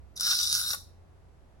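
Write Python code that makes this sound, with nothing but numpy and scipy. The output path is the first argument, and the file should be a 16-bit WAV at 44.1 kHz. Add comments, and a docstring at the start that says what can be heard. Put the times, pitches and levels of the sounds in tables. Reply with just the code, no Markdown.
"""A kitchen knife is drawn once across a coarse wet whetstone in a small quiet room, close to a two-port microphone.
Random grit catches, about 1900 a second over smooth slurry noise, excite resonances of blade and stone.
Coarse grains add single impulses, and decaying modes sound two knocks as the blade slips off the far edge.
The pushing hands set the counter rumbling (resonant noise); wavering sines make an appliance hum over a soft
room rumble of shaped noise. Decaying noise makes the near echoes and the room's reverberation."""
import sys
import numpy as np
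from scipy import signal
from scipy.fft import rfft, irfft, next_fast_len
from scipy.io import wavfile
from scipy.ndimage import map_coordinates

SR = 44100
rng = np.random.default_rng(int(sys.argv[2]) if len(sys.argv) > 2 else 0)


def master(y):
    """Save y as 16-bit WAV."""
    cut = np.clip(np.atleast_2d(y).T, -1, 1)
    pcm = np.round(cut * 32767)  # scale
    wavfile.write(sys.argv[1], SR, pcm.astype(np.int16))


N = 70560  # samples


def amp(db):
    """Level to amplitude: 20 dB is a factor of ten."""
    return 10 ** (np.asarray(db) / 20)


def unit(x):
    """Normalise the mean-square power to 1."""
    return x / np.sqrt(np.mean(x ** 2) + 1e-20)


def along(points, hz):
    """Interpolate (f/Hz, value) points on a logarithmic frequency axis."""
    f, value = np.transpose(points)
    return np.interp(np.log(hz + 1), np.log(f + 1), value)


def wobble(rate):
    """Slow random fluctuation: a spline through normal random knots, rate of them a second."""
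    knots = rng.standard_normal(int(N * rate / SR) + 4)
    return map_coordinates(knots, [np.arange(N) * rate / SR])


def filtered(x, response):
    """Linear filtering: multiply the spectrum by a complex response of frequency."""
    m = next_fast_len(N + SR // 2)
    spectrum = rfft(x, m) * response(np.fft.rfftfreq(m, 1 / SR))
    return irfft(spectrum, m)[..., :N]


def unit_power(h):
    """Normalise a frequency response to mean power 1."""
    return h / np.sqrt(np.mean(np.abs(h) ** 2))


def resonances(peaks):
    """Minimum-phase resonance: the folded cepstrum of the summed mode powers gives a causal response."""
    def response(f):
        power = 0
        for centre, width, db in peaks:
            resonator = f * width / (centre * centre - f * f + 1j * f * width)
            power = power + amp(db) ** 2 * np.abs(resonator) ** 4  # two stages: steep skirts
        cepstrum = irfft(np.log(power + 1e-12) / 2)
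        half = len(cepstrum) // 2
        folded = np.concatenate([cepstrum[:1], 2 * cepstrum[1:half], np.zeros(len(cepstrum) - half)])
        return unit_power(np.exp(rfft(folded)))
    return response


def echoes(x, t60, seconds, part_s):
    """Diffuse reverberation: convolve cross-faded parts with fresh stereo noise, decaying at t60 by frequency."""
    step = round(part_s * SR)
    x = np.pad(x, (step, 2 * step))
    out = np.zeros((2, 2 * N))
    fade = np.sin(np.pi * np.arange(2 * step) / (2 * step)) ** 2
    for start in range(0, N + step, step):
        noise = rng.standard_normal((2, round(seconds * SR)))
        hz, t, bands = signal.stft(noise, SR, nperseg=128)
        decay = amp(-60 * t / along(t60, hz)[:, None])
        tail = signal.istft(bands * decay, SR, nperseg=128)[1]
        tail = tail / np.linalg.norm(tail, axis=1, keepdims=True)
        part = fade * x[start:start + 2 * step]
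        wet = signal.fftconvolve(part[None], tail, axes=1)
        out[:, start:start + wet.shape[1]] += wet
    return out[:, step:step + N]


def room_rumble():
    """Partly coherent noise field: mid and side shares set the left-right correlation by frequency."""
    # rumble spectrum: f/Hz, relative power density/dB per Hz
    spectrum = [(20, -8.5), (60, -8), (120, -10.5), (180, -16.5), (240, -19), (350, -19.5), (700, -22),
                (1500, -32), (3000, -40.5), (6000, -45.5), (12400, -51), (13400, -71.5), (16000, -75.5)]
    # left-right likeness: f/Hz, correlation (1 is identical)
    likeness = [(60, 0.47), (240, 0.39), (950, 0.089), (3770, 0.07), (15000, 0.04)]

    def mid_side(hz):
        angle = np.arccos(np.clip(along(likeness, hz), -1, 1)) / 2
        return amp(along(spectrum, hz)) * [np.cos(angle), np.sin(angle)]

    mid, side = filtered(rng.standard_normal((2, N)), mid_side)
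    return amp(-58) * unit(np.array([mid + side, mid - side]))


def appliance_hum():
    """Modulated sinusoids: random level and phase unsteadiness, with level and phase differences between ports."""
    # hum lines: f/Hz, rms level before wavering/dB, left over right/dB, left leads/rad
    lines = [(61.3, -67, -10.5, 1.3), (86.5, -60.5, 0.5, .7)]
    waver_db, drift_rad = 5.5, 0.2  # scale of the level and phase unsteadiness
    t = np.arange(N) / SR
    out = np.zeros((2, N))
    for hz, db, pan_db, lead in lines:
        start_phase = rng.uniform(0, 2 * np.pi)
        phase = 2 * np.pi * hz * t + drift_rad * wobble(5.3) + start_phase
        tone = np.sin(phase + np.array([[lead], [0]]))
        level = np.sqrt(2) * amp(db + waver_db * wobble(4.7))
        out += level * tone * amp([[pan_db / 2], [-pan_db / 2]])
    return out


def grit():
    """Stick-slip friction as random impulses over smooth rubbing, under uneven pressure; rms 1."""
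    catches_per_s, spread_db = 1900, 3  # spread: mean of the exponential scatter in catch level
    slurry_db = -2  # smooth rubbing relative to the catches
    chatter_db, chatter_per_s = 0.5, 220  # fast unevenness
    sway_db, sway_per_s = -0.5, 30  # slow unevenness
    caught = rng.random(N) < catches_per_s / SR
    size = amp(spread_db * rng.exponential(size=N))
    catches = caught * size * rng.choice([-1, 1], N)
    rub = unit(catches) + amp(slurry_db) * rng.standard_normal(N)
    pressure_db = chatter_db * wobble(chatter_per_s) + sway_db * wobble(sway_per_s)
    return unit(rub * amp(pressure_db))


def scrape():
    """Source-filter excitation: grit noise and coarse-grain impulses drive the modes of stone and blade."""
    # course of the stroke: t/s, scrape level/dB, lowest blade ring over it/dB, treble over it/dB
    stroke = [(0.155, -58, -19, -6), (0.165, -45, -15, -3.5), (0.179, -39.5, -8, -6),
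              (0.191, -51.5, -5, -0.5), (0.199, -40.5, -10, -1.5), (0.235, -30, -0.5, -6),
              (0.303, -27, -4.5, -5), (0.309, -25.5, 0.5, -5.5), (0.347, -30, -7, -5.5),
              (0.509, -32.5, -0.5, -4), (0.545, -29, -8, -3.5), (0.671, -40, 3.5, 3),
              (0.689, -33.5, -3.5, 0.5), (0.733, -35.5, -8, 3), (0.749, -42, -10, 6.5)]
    # how hard the scrape rings the stone's body: t/s, level/dB
    stone_level = [(0.16, -94), (0.166, -59), (0.228, -44), (0.242, -44.5), (0.278, -36), (0.29, -42.5),
                   (0.324, -34), (0.364, -51.5), (0.394, -42.5), (0.428, -51.5), (0.456, -46), (0.476, -51),
                   (0.554, -43), (0.688, -49), (0.708, -38.5), (0.722, -48.5), (0.736, -31), (0.745, -42)]
    # coarse grains: t/s, level before the drive gain/dB, lowest blade ring over the snag/dB
    snags = [(0.167, -35, 0.5), (0.176, -30, 2.5), (0.1984, -22.5, -4.5), (0.2164, -27, -4),
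             (0.2524, -19.5, -5.5), (0.3039, -14.5, -10.5), (0.3115, -17.5, -8.5), (0.3144, -26, -5.5),
             (0.3226, -17.5, -9.5), (0.3467, -19, -4.5), (0.3532, -16.5, 1), (0.3894, -14.5, -2),
             (0.4018, -18, -2.5), (0.4094, -20.5, -10.5), (0.4464, -21, -4.5), (0.4533, -18, -7),
             (0.4734, -17, 0.5), (0.5, -18, -9), (0.5529, -26, -7), (0.5618, -20.5, -4.5), (0.7053, -20, 1),
             (0.7328, -27, 7)]
    # resonances, each: f/Hz, width of one resonator stage/Hz, relative level/dB
    stone_modes = [(800, 400, -23), (1280, 260, -6), (1480, 220, 0), (1900, 600, -15), (2750, 600, -15)]
    low_blade_modes = [(3740, 230, 0), (4000, 300, 0)]
    blade_modes = [(4710, 1100, -1.5), (4807, 330, -6.5), (5200, 1200, 2), (5560, 430, 3.5),
                   (5920, 160, 1.5)]
    treble_modes = [(7275, 1200, -5.5), (8130, 900, -8), (9270, 1000, -3), (10775, 2400, -1.5),
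                    (11800, 1200, -9.5), (13900, 7100, -15)]
    touch_s, leave_s = 0.0032, 0.0041  # linear fade at first contact, decay constant at lift-off
    snag_drive_db = 11.5
    snag_stone_db, snag_treble_db = -16.5, -16.5  # shares of a snag

    t = np.arange(N) / SR
    s, *columns = np.transpose(stroke)
    level_db, low_db, treble_db = [np.interp(t, s, column) for column in columns]
    stone_db = np.interp(t, *np.transpose(stone_level)) - level_db  # relative to the scrape
    touch = np.clip((t - s[0]) / touch_s, 0, 1)
    lift_off = np.exp(-np.maximum(t - s[-1], 0) / leave_s)
    drive = grit() * touch * lift_off * amp(level_db)

    snag_s, snag_db, snag_low_db = np.transpose(snags)
    snag_at = np.round(snag_s * SR).astype(int)
    parts = [(stone_modes, stone_db, snag_stone_db), (low_blade_modes, low_db, snag_low_db),
             (blade_modes, 0, 0), (treble_modes, treble_db, snag_treble_db)]
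    out = np.zeros(N)
    for modes, rub_db, share_db in parts:
        impulses = np.bincount(snag_at, amp(snag_db + snag_drive_db + share_db), N)
        out += filtered(drive * amp(rub_db) + impulses, resonances(modes))
    return out


def counter_rumble():
    """Forced resonance: noise from the pushing hands excites the counter under the stone."""
    # push of the hands: t/s, level/dB
    push = [(0.16, -90), (0.196, -62), (0.374, -63.5), (0.486, -74), (0.504, -58), (0.744, -62.5),
            (0.8, -96.5)]
    # counter resonances: f/Hz, width of one resonator stage/Hz, relative level/dB
    counter_modes = [(116, 50, -1.5), (155, 65, -0.5)]
    s, db = np.transpose(push)
    level = np.interp(np.arange(N) / SR, s, amp(db), left=0, right=0)
    return filtered(level * rng.standard_normal(N), resonances(counter_modes))


def slip_off():
    """Impact as free modal decay: the blade knocks the stone's edge as it leaves."""
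    # knocks: t/s, level/dB
    knocks = [(.734, -43), (.741, -42)]
    # knock modes: f/Hz, relative level/dB, 60 dB decay time/s
    knock_modes = [(534, -3, 0.045), (827, 3, 0.035), (1125, 6.5, 0.051), (1404, -1, 0.063)]
    t = np.arange(SR // 8) / SR
    ring = np.zeros(len(t))
    for hz, level, t60 in knock_modes:
        ring += amp(level - 60 * t / t60) * np.sin(2 * np.pi * hz * t)
    ring *= 1 - np.exp(-t / 0.0015)  # soft onset
    out = np.zeros(N)
    for s, db in knocks:
        out[round(s * SR):][:len(t)] += amp(db) * ring
    return out


def at_microphone(rasp, knock):
    """Direct and diffuse fields: the direct sound leads in phase at the left port; echoes differ between ports."""
    # phase lead of the left port: f/Hz, lead/rad
    left_leads = [(0, 0), (1030, 1.4), (1500, 2.3), (1900, 3.0), (2900, 3.2), (4000, 4.0), (5860, 6.3),
                  (6550, 7.4), (7900, 12.4), (10400, 18.9), (11400, 20.3), (13000, 25.2)]
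    # counter-top echoes over the direct sound: f/Hz, level/dB
    scatter = [(800, -13.5), (1500, -10.5), (2800, 0.5), (3500, 10.5), (4500, -15.5), (6000, -2), (7200, 2),
               (15000, 2)]
    # room reverberation: f/Hz, 60 dB decay time/s
    room_t60 = [(500, 0.49), (1500, 0.17), (2600, 0.14), (4000, .36), (12000, 0.27)]
    scatter_t60, room_db = 0.016, -7.5  # s, dB
    f, lead = np.transpose(left_leads)

    def ports(hz):
        return np.exp(.5j * np.outer([1, -1], np.interp(hz, f, lead)))

    def direct_share(hz):  # direct and scattered powers add to one
        return 1 / np.sqrt(1 + amp(along(scatter, hz)) ** 2)

    def scattered_share(hz):
        return direct_share(hz) * amp(along(scatter, hz))

    direct = filtered(rasp, lambda hz: direct_share(hz) * ports(hz)) + filtered(knock, ports)
    near = filtered(echoes(rasp, [(1000, scatter_t60)], .06, part_s=.04), scattered_share)
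    room = amp(room_db) * echoes(rasp + knock, room_t60, .5, part_s=.1)
    return direct + near + room


def scene():
    """Superposition: the stroke at the two ports, the counter and the steady background add linearly."""
    background = room_rumble() + appliance_hum()
    stroke_sound = at_microphone(scrape(), slip_off())
    return background + stroke_sound + counter_rumble()


def record(dry):
    """Band limiting: the recorder keeps nothing from 15850 Hz up."""
    return filtered(dry, lambda hz: hz < 15850)


dry = scene()
out = record(dry)
master(out)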